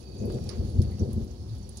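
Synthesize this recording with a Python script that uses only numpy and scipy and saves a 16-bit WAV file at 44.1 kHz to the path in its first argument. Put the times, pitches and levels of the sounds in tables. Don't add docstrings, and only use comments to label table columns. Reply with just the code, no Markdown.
import sys
import numpy as np
from scipy import signal
from scipy.fft import rfft, irfft
from scipy.io import wavfile
from scipy.ndimage import uniform_filter1d

SR = 44100
rng = np.random.default_rng(int(sys.argv[2]) if len(sys.argv) > 2 else 0)


def generate_wav(sig):
    pcm = np.round(np.clip(np.atleast_2d(sig).T, -1, 1) * 32767).astype(np.int16)
    wavfile.write(sys.argv[1], SR, pcm)


N = 79380


def amp(db):
    return 10 ** (np.asarray(db) / 20)


def evened(x):
    return x / np.sqrt(np.mean(x ** 2) + 1e-20)


def read(points, hz):
    f, value = np.transpose(points)
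    return np.interp(np.log(hz + 1), np.log(f), value, left=-60)


def over_time(table, column):
    return np.interp(np.arange(N) / SR, *np.transpose(table)[[0, column]])


def panned(db):
    return amp([[db / 2], [-db / 2]])


def add(mix, s, sound):
    part = mix[..., round(s * SR):][..., :sound.shape[-1]]
    part += sound[..., :part.shape[-1]]


def coloured(x, gain):
    size = x.shape[-1] + 2048
    spectrum = rfft(x, size) * gain(np.fft.rfftfreq(size, 1 / SR))
    return irfft(spectrum, size)[..., :x.shape[-1]]


def hump(hz, centre_hz, octaves):
    return np.exp(-.5 * (np.log2((hz + 1) / centre_hz) / octaves) ** 2)


def half_width_bell(x, width):
    return .5 ** ((2 * x / width) ** 2)


def clicks(per_s, spread_db):
    level_db = spread_db * np.minimum(rng.exponential(1, (2, N)), 4)
    size = amp(level_db) * rng.choice([-1., 1.], (2, N))
    return size * (rng.random((2, N)) < per_s / SR)


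def thunder():
    # frequency in Hz, left-right likeness from 0 to 1.
    likeness = [(60, .98), (150, .95), (300, .78), (600, .55), (1200, .3)]
    # frequency in Hz, phase of the left channel in radians.
    left_phase = [(60, -.58), (150, -.56), (300, -.35), (450, -.9), (600, -1.6), (800, -2.6), (1200, -3.1)]
    pan_db = 2
    x = roll()
    add_booms(x[0])
    alike = lambda f: np.clip(np.interp(f, *np.transpose(likeness)), 0, 1)
    lag = lambda f: np.exp(1j * np.interp(f, *np.transpose(left_phase)))
    same = coloured(x[0], lambda f: np.sqrt((1 + alike(f)) / 2))
    other = coloured(x[1], lambda f: np.sqrt((1 - alike(f)) / 2))
    return np.array([coloured(same + other, lag), same - other]) * panned(pan_db)


def roll():
    # frequency in Hz, gain in dB.
    deep_colour = [(22, -31), (36, -20), (54, 0.5), (113, -3.5), (150, -16), (167, -12), (200, -18.5),
                   (260, -12.5), (440, -120)]
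    middle_colour = [(76, -18), (130, 4.5), (167, -6), (187, -0.5), (204, 4.5), (243, -8), (275, -17.5),
                     (330, -7.5), (430, -36), (730, -120)]
    upper_colour = [(160, -38), (270, -12), (314, -7), (381, 0), (440, -10), (476, -6.5), (612, -14),
                    (676, -16.5), (781, -25), (1130, -39.5), (1700, -49), (3300, -120)]
    # time in seconds, deep roll level in dB.
    deep_levels = [(0, -45.5), (.19, -41.5), (.25, -37), (.55, -38), (.6, -34.5), (.76, -36.5),
                   (.82, -27.5), (.98, -38.5), (1.25, -34), (1.38, -43), (1.5, -40), (1.8, -40)]
    # time in seconds, middle roll level in dB, upper roll level in dB.
    higher_levels = [(0.0, -55.5, -52), (0.174, -46.5, -49.5), (0.235, -37.5, -35.5), (0.37, -37.5, -37),
                     (0.42, -41.5, -44.5), (0.566, -44, -44.5), (0.586, -36.5, -44), (0.62, -36.5, -38.5),
                     (0.656, -33, -47), (0.71, -43, -46), (0.802, -27, -41.5), (0.842, -38, -44),
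                     (0.986, -42.5, -52), (1.012, -29, -33.5), (1.148, -44, -49.5), (1.168, -34, -45.5),
                     (1.388, -53, -53.5), (1.42, -42.5, -54), (1.5, -50.5, -53.5), (1.8, -55, -55)]
    shocks_per_s, spread_db = 500, 1.5
    deep, middle, upper = (clicks(shocks_per_s * k, spread_db) for k in (1, 2, 4))
    deep = coloured(deep, lambda f: amp(read(deep_colour, f)))
    middle = coloured(middle, lambda f: amp(read(middle_colour, f)))
    upper = coloured(upper, lambda f: amp(read(upper_colour, f)))
    x = evened(deep) * amp(over_time(deep_levels, 1))
    x += evened(middle) * amp(over_time(higher_levels, 1))
    x += evened(upper) * amp(over_time(higher_levels, 2))
    return x


def add_booms(x):
    # centre in seconds, peak in dB before the stereo spread, pitch in Hz, width in seconds,
    # knock level in dB, knock offset from the boom centre in seconds.
    booms = [(.218, -38, 100, 0.024, -30, 0.0037), (.259, -27, 95, 0.026, -25.5, -0.0043),
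             (0.286, -28.5, 117, 0.025, -45, 0.01), (0.317, -28, 68.6, 0.015, -35, 0.0028),
             (0.362, -27, 125, 0.031, -31, -0.00095), (.416, -25.5, 117, 0.0095, -34, 0.0072),
             (0.477, -41, 76.6, 0.032, -52, -0.0029), (0.548, -36, 87, 0.026, -51, 0.01),
             (.603, -19, 83.6, 0.016, -27.5, -.014), (0.647, -25.5, 107, 0.013, -35.5, 0.016),
             (.735, -28.5, 92, 0.018, -39, 0.013), (0.763, -21, 77, 0.016, -31, -0.0084),
             (.796, -7, 96, 0.013, -23, 0.0099), (.829, -16.5, 87, 0.0082, -38, 0.0045),
             (.853, -25.5, 100, 0.028, -33, .0), (0.884, -21.5, 70.5, 0.024, -37, 0.018),
             (0.941, -30.5, 91.6, 0.043, -37.5, -0.00073), (1.027, -15.5, 89, 0.019, -23.5, -0.0062),
             (1.083, -31.5, 113, 0.025, -32.5, 0.0073), (1.139, -31, 92.5, 0.018, -31.5, 0.0017),
             (1.175, -22, 92, 0.0294, -24, 0.0048), (1.213, -36, 80, 0.036, -30, -0.0019),
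             (1.235, -23.5, 64, 0.014, -38, 0.014), (1.33, -30, 84, 0.021, -46, 0.0065),
             (1.414, -31.5, 85.1, 0.013, -40, 0.004), (1.582, -31, 73.6, 0.022, -57, -0.02),
             (1.49, -31.5, 95, 0.027, -55, .0), (1.527, -28, 109.3, 0.032, -54, .0)]
    # pitch in Hz, level in dB relative to the knock level, width in seconds.
    porch_air = [(222.7, -1, .018), (378, -12.5, 0.014), (473, -17.5, 0.012)]
    t = np.arange(-.06, .06, 1 / SR)

    def swing(at, hz, width):
        return -np.cos(2 * np.pi * hz * (t - at)) * half_width_bell(t - at, width)

    for s, db, hz, width, knock_db, offset in booms:
        knock = sum(amp(d) * swing(offset, f, w) for f, d, w in porch_air)
        add(x, s + t[0], amp(db) * swing(0, hz, width) + amp(knock_db) * knock)


def rain():
    # time in seconds, rain level in dB before the microphone colour.
    rain_level = [(0.0, -62), (0.11, -65), (0.33, -59.5), (0.812, -61), (1.192, -62.5), (1.464, -64.5),
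                  (1.8, -60.5)]
    x = hiss()
    t = np.arange(5000) / SR
    add_patter(x, t)
    add_drops(x, t)
    add_spatters(x, t)
    return microphones(x * amp(over_time(rain_level, 1)))


def hiss():
    patch_db, gust_db = 1.32, 1
    _, times, z = signal.stft(rng.standard_normal((2, N)), SR, nperseg=256)
    field = rng.standard_normal(z.shape[1:])
    patches = evened(uniform_filter1d(uniform_filter1d(field, 8, 0), 12, 1))
    gusts = evened(uniform_filter1d(rng.standard_normal(len(times)), 15))
    z = z * amp(patch_db * patches + gust_db * gusts)
    return evened(signal.istft(z, SR, nperseg=256)[1][:, :N])


def add_patter(x, t):
    per_s, spread_db, level_db = 300, 5, -4.5
    octaves, t60 = .2, .022
    ticks = clicks(per_s / 4, spread_db)[0]
    for centre_hz in (3500, 6650, 9600, 13400):
        burst = rng.standard_normal((2, len(t))) * amp(-60 * t / t60)
        tick = coloured(burst, lambda f: hump(f, centre_hz, octaves))
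        shifted = np.roll(ticks, rng.integers(N))[None]
        x += amp(level_db) * signal.fftconvolve(shifted, tick, axes=1)[:, :N]


def add_drops(x, t):
    # start in seconds, noise level in dB over the hiss before the band shaping,
    # splash centre in Hz, spread in octaves, left-right difference in dB, t60 in seconds.
    drops = [(.005, 6, 10100, 0.18, -8, 0.1), (.343, 10, 7560, 0.24, 8, 0.072),
             (0.186, 13.5, 6540, 0.15, 1, 0.12), (.2543, 16.5, 12000, 0.29, -2.5, 0.048),
             (0.3012, 21, 1710, 0.28, 19, 0.0084), (0.3018, 19.5, 6200, 0.64, 6, 0.0076),
             (0.322, 15.5, 9800, 0.42, -0.5, 0.017), (.385, 23, 1800, 0.31, 13, 0.009),
             (0.4398, 12.5, 10000, 0.67, -4, 0.023), (0.4911, 24, 4720, 0.3, -3, 0.041),
             (0.4904, 22.5, 9250, 0.13, -9, 0.027), (0.69, 7, 10400, 0.53, 5, 0.15),
             (0.8173, 16.5, 4930, 0.58, 1.5, 0.038), (0.8197, 18.5, 10400, 0.45, -2, 0.048),
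             (0.9102, 14.5, 11280, 0.25, -3, .03), (0.9936, 24, 5900, 0.093, -2.5, 0.039),
             (1.13, 20, 12600, 0.56, -6.5, 0.026), (1.244, 11, 11400, 0.16, -9, 0.044),
             (1.4948, 13, 3900, 0.12, -6.5, 0.04), (1.5813, 11, 9100, 0.36, -0.5, 0.044),
             (1.6918, 25.5, 9100, 0.12, -8.5, 0.018), (1.772, 25, 7830, 0.3, -6, 0.023)]
    rise_s, tail_db, tail_stretch = 0.00057, -14.5, 3.4
    crackle_db, crackle_s = 5, .002
    touch_higher, touch_db, touch_octaves, touch_t60 = 1.6, -9, 0.93, .012
    for s, db, centre_hz, octaves, pan_db, t60 in drops:
        flicker = uniform_filter1d(rng.standard_normal(len(t)), round(crackle_s * SR))
        crackle = amp(crackle_db * evened(flicker))
        splash = coloured(rng.standard_normal((2, len(t))), lambda f: hump(f, centre_hz, octaves))
        body = amp(db - 60 * t / t60)
        tail = crackle * amp(db + tail_db - 60 * t / t60 / tail_stretch)
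        add(x, s, splash * np.minimum(t / rise_s, 1) * (body + tail) * panned(pan_db))
        touch = coloured(rng.standard_normal((2, len(t))),
                         lambda f: hump(f, touch_higher * centre_hz, touch_octaves))
        add(x, s, touch * amp(db + touch_db - 60 * t / touch_t60) * panned(pan_db))


def add_spatters(x, t):
    # start in seconds, length in seconds, noise level in dB over the hiss before the band
    # shaping, centre in Hz, spread in octaves.
    spatters = [(0.49, 0.1, 13.5, 1950, 0.49), (0.504, 0.044, 15, 1120, 0.21),
                (0.827, 0.052, 7, 2050, 0.54), (.509, 0.034, 7, 5200, 0.48), (0.912, 0.082, 11, 2070, 0.17),
                (1.769, 0.034, 9, 7050, 0.97)]
    rise_s = 0.0016
    for s, length, db, centre_hz, octaves in spatters:
        splash = coloured(rng.standard_normal((2, len(t))), lambda f: hump(f, centre_hz, octaves))
        shape = np.sqrt(np.clip(1 - t / length, 0, 1)) * np.minimum(t / rise_s, 1)
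        add(x, s, splash * amp(db) * shape)


def microphones(x):
    # frequency in Hz, gain in dB before the common scaling.
    left_colour = [(700, 30), (1000, 23), (1500, 13), (2200, 10), (3000, 7), (3700, 5), (4300, 8),
                   (5000, 8), (6000, 5), (7000, 7), (7700, 9), (8300, 4), (9200, 0), (11500, -1),
                   (13000, -2), (15900, 0)]
    right_colour = [(700, 33), (1000, 19), (1500, 15.5), (2200, 11.5), (3000, 18), (3700, 22), (5000, 24),
                    (6000, 21.5), (7000, 17.5), (7700, 9), (8300, 4.5), (9200, 17.5), (10000, 16.5),
                    (11500, 10), (13000, 0), (14500, -3), (15900, 6)]
    gains = lambda f: amp([read(left_colour, f), read(right_colour, f)])
    scale = np.sqrt(np.mean(gains(np.linspace(3000, 12000, 200)) ** 2) * .2)
    return coloured(x, gains) / scale


def crickets():
    # time in seconds, level in dB before pulsing and panning, pitch in Hz.
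    near_cricket = [(0, -68.5, 4580), (.12, -55, 4570), (.26, -60.5, 4620), (.32, -56, 4610),
                    (.45, -62.5, 4555), (.55, -59, 4580), (.7, -61, 4483), (1.04, -61, 4520),
                    (1.13, -68, 4527), (1.5, -64.5, 4513), (1.8, -62.5, 4570)]
    # start in seconds, length in seconds, level in dB before panning,
    # pitch in Hz, resonance width in Hz, left-right difference in dB.
    trills = [(0.018, 0.51, -71, 2530, 111, -8.5), (0.362, 0.12, -65.5, 5600, 70, -13),
              (0.699, 0.13, -70, 5320, 110, -8), (0.921, 0.13, -70, 5610, 110, -13),
              (1.393, 0.127, -65.5, 5310, 70, -7), (1.617, 0.065, -69, 5670, 90, -14)]
    near_width_hz, near_pan_db = 200, -6
    pulses_per_s, gap_at_s = 44, .3435
    gap_share, gap_depth = .15, 0.53
    trill_edge_s = 0.0082
    turn = ((np.arange(N) / SR - gap_at_s) * pulses_per_s + .5) % 1 - .5
    pulses = 1 - gap_depth * half_width_bell(turn, gap_share)
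    song = whistle(over_time(near_cricket, 2), near_width_hz)
    out = pulses * song * amp(over_time(near_cricket, 1)) * panned(near_pan_db)
    t = np.arange(24000) / SR
    for s, length, db, hz, width_hz, pan_db in trills:
        shape = np.clip(np.minimum(t, length - t) / trill_edge_s, 0, 1)
        add(out, s, whistle(hz + 0 * t, width_hz) * shape * amp(db) * panned(pan_db))
    return out


def whistle(hz, width_hz):
    z = rng.standard_normal((2, len(hz))) + 1j * rng.standard_normal((2, len(hz)))
    r = np.exp(-np.pi * width_hz / SR)
    z = signal.lfilter([1], [1, -2 * r, r * r], z)
    return evened((z * np.exp(2j * np.pi * np.cumsum(hz) / SR)).real)


def scene():
    return thunder() + rain() + crickets()


def record(dry):
    low_cut_hz, edge_hz = 38.6, 15850
    dry = coloured(dry, lambda f: 1 / np.sqrt(1 + (low_cut_hz / (f + 1)) ** 6))
    band_limit = signal.firwin(1023, edge_hz, window=("kaiser", 9), fs=SR)
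    return signal.oaconvolve(dry, band_limit[None], "same")


dry = scene()
out = record(dry)
generate_wav(out)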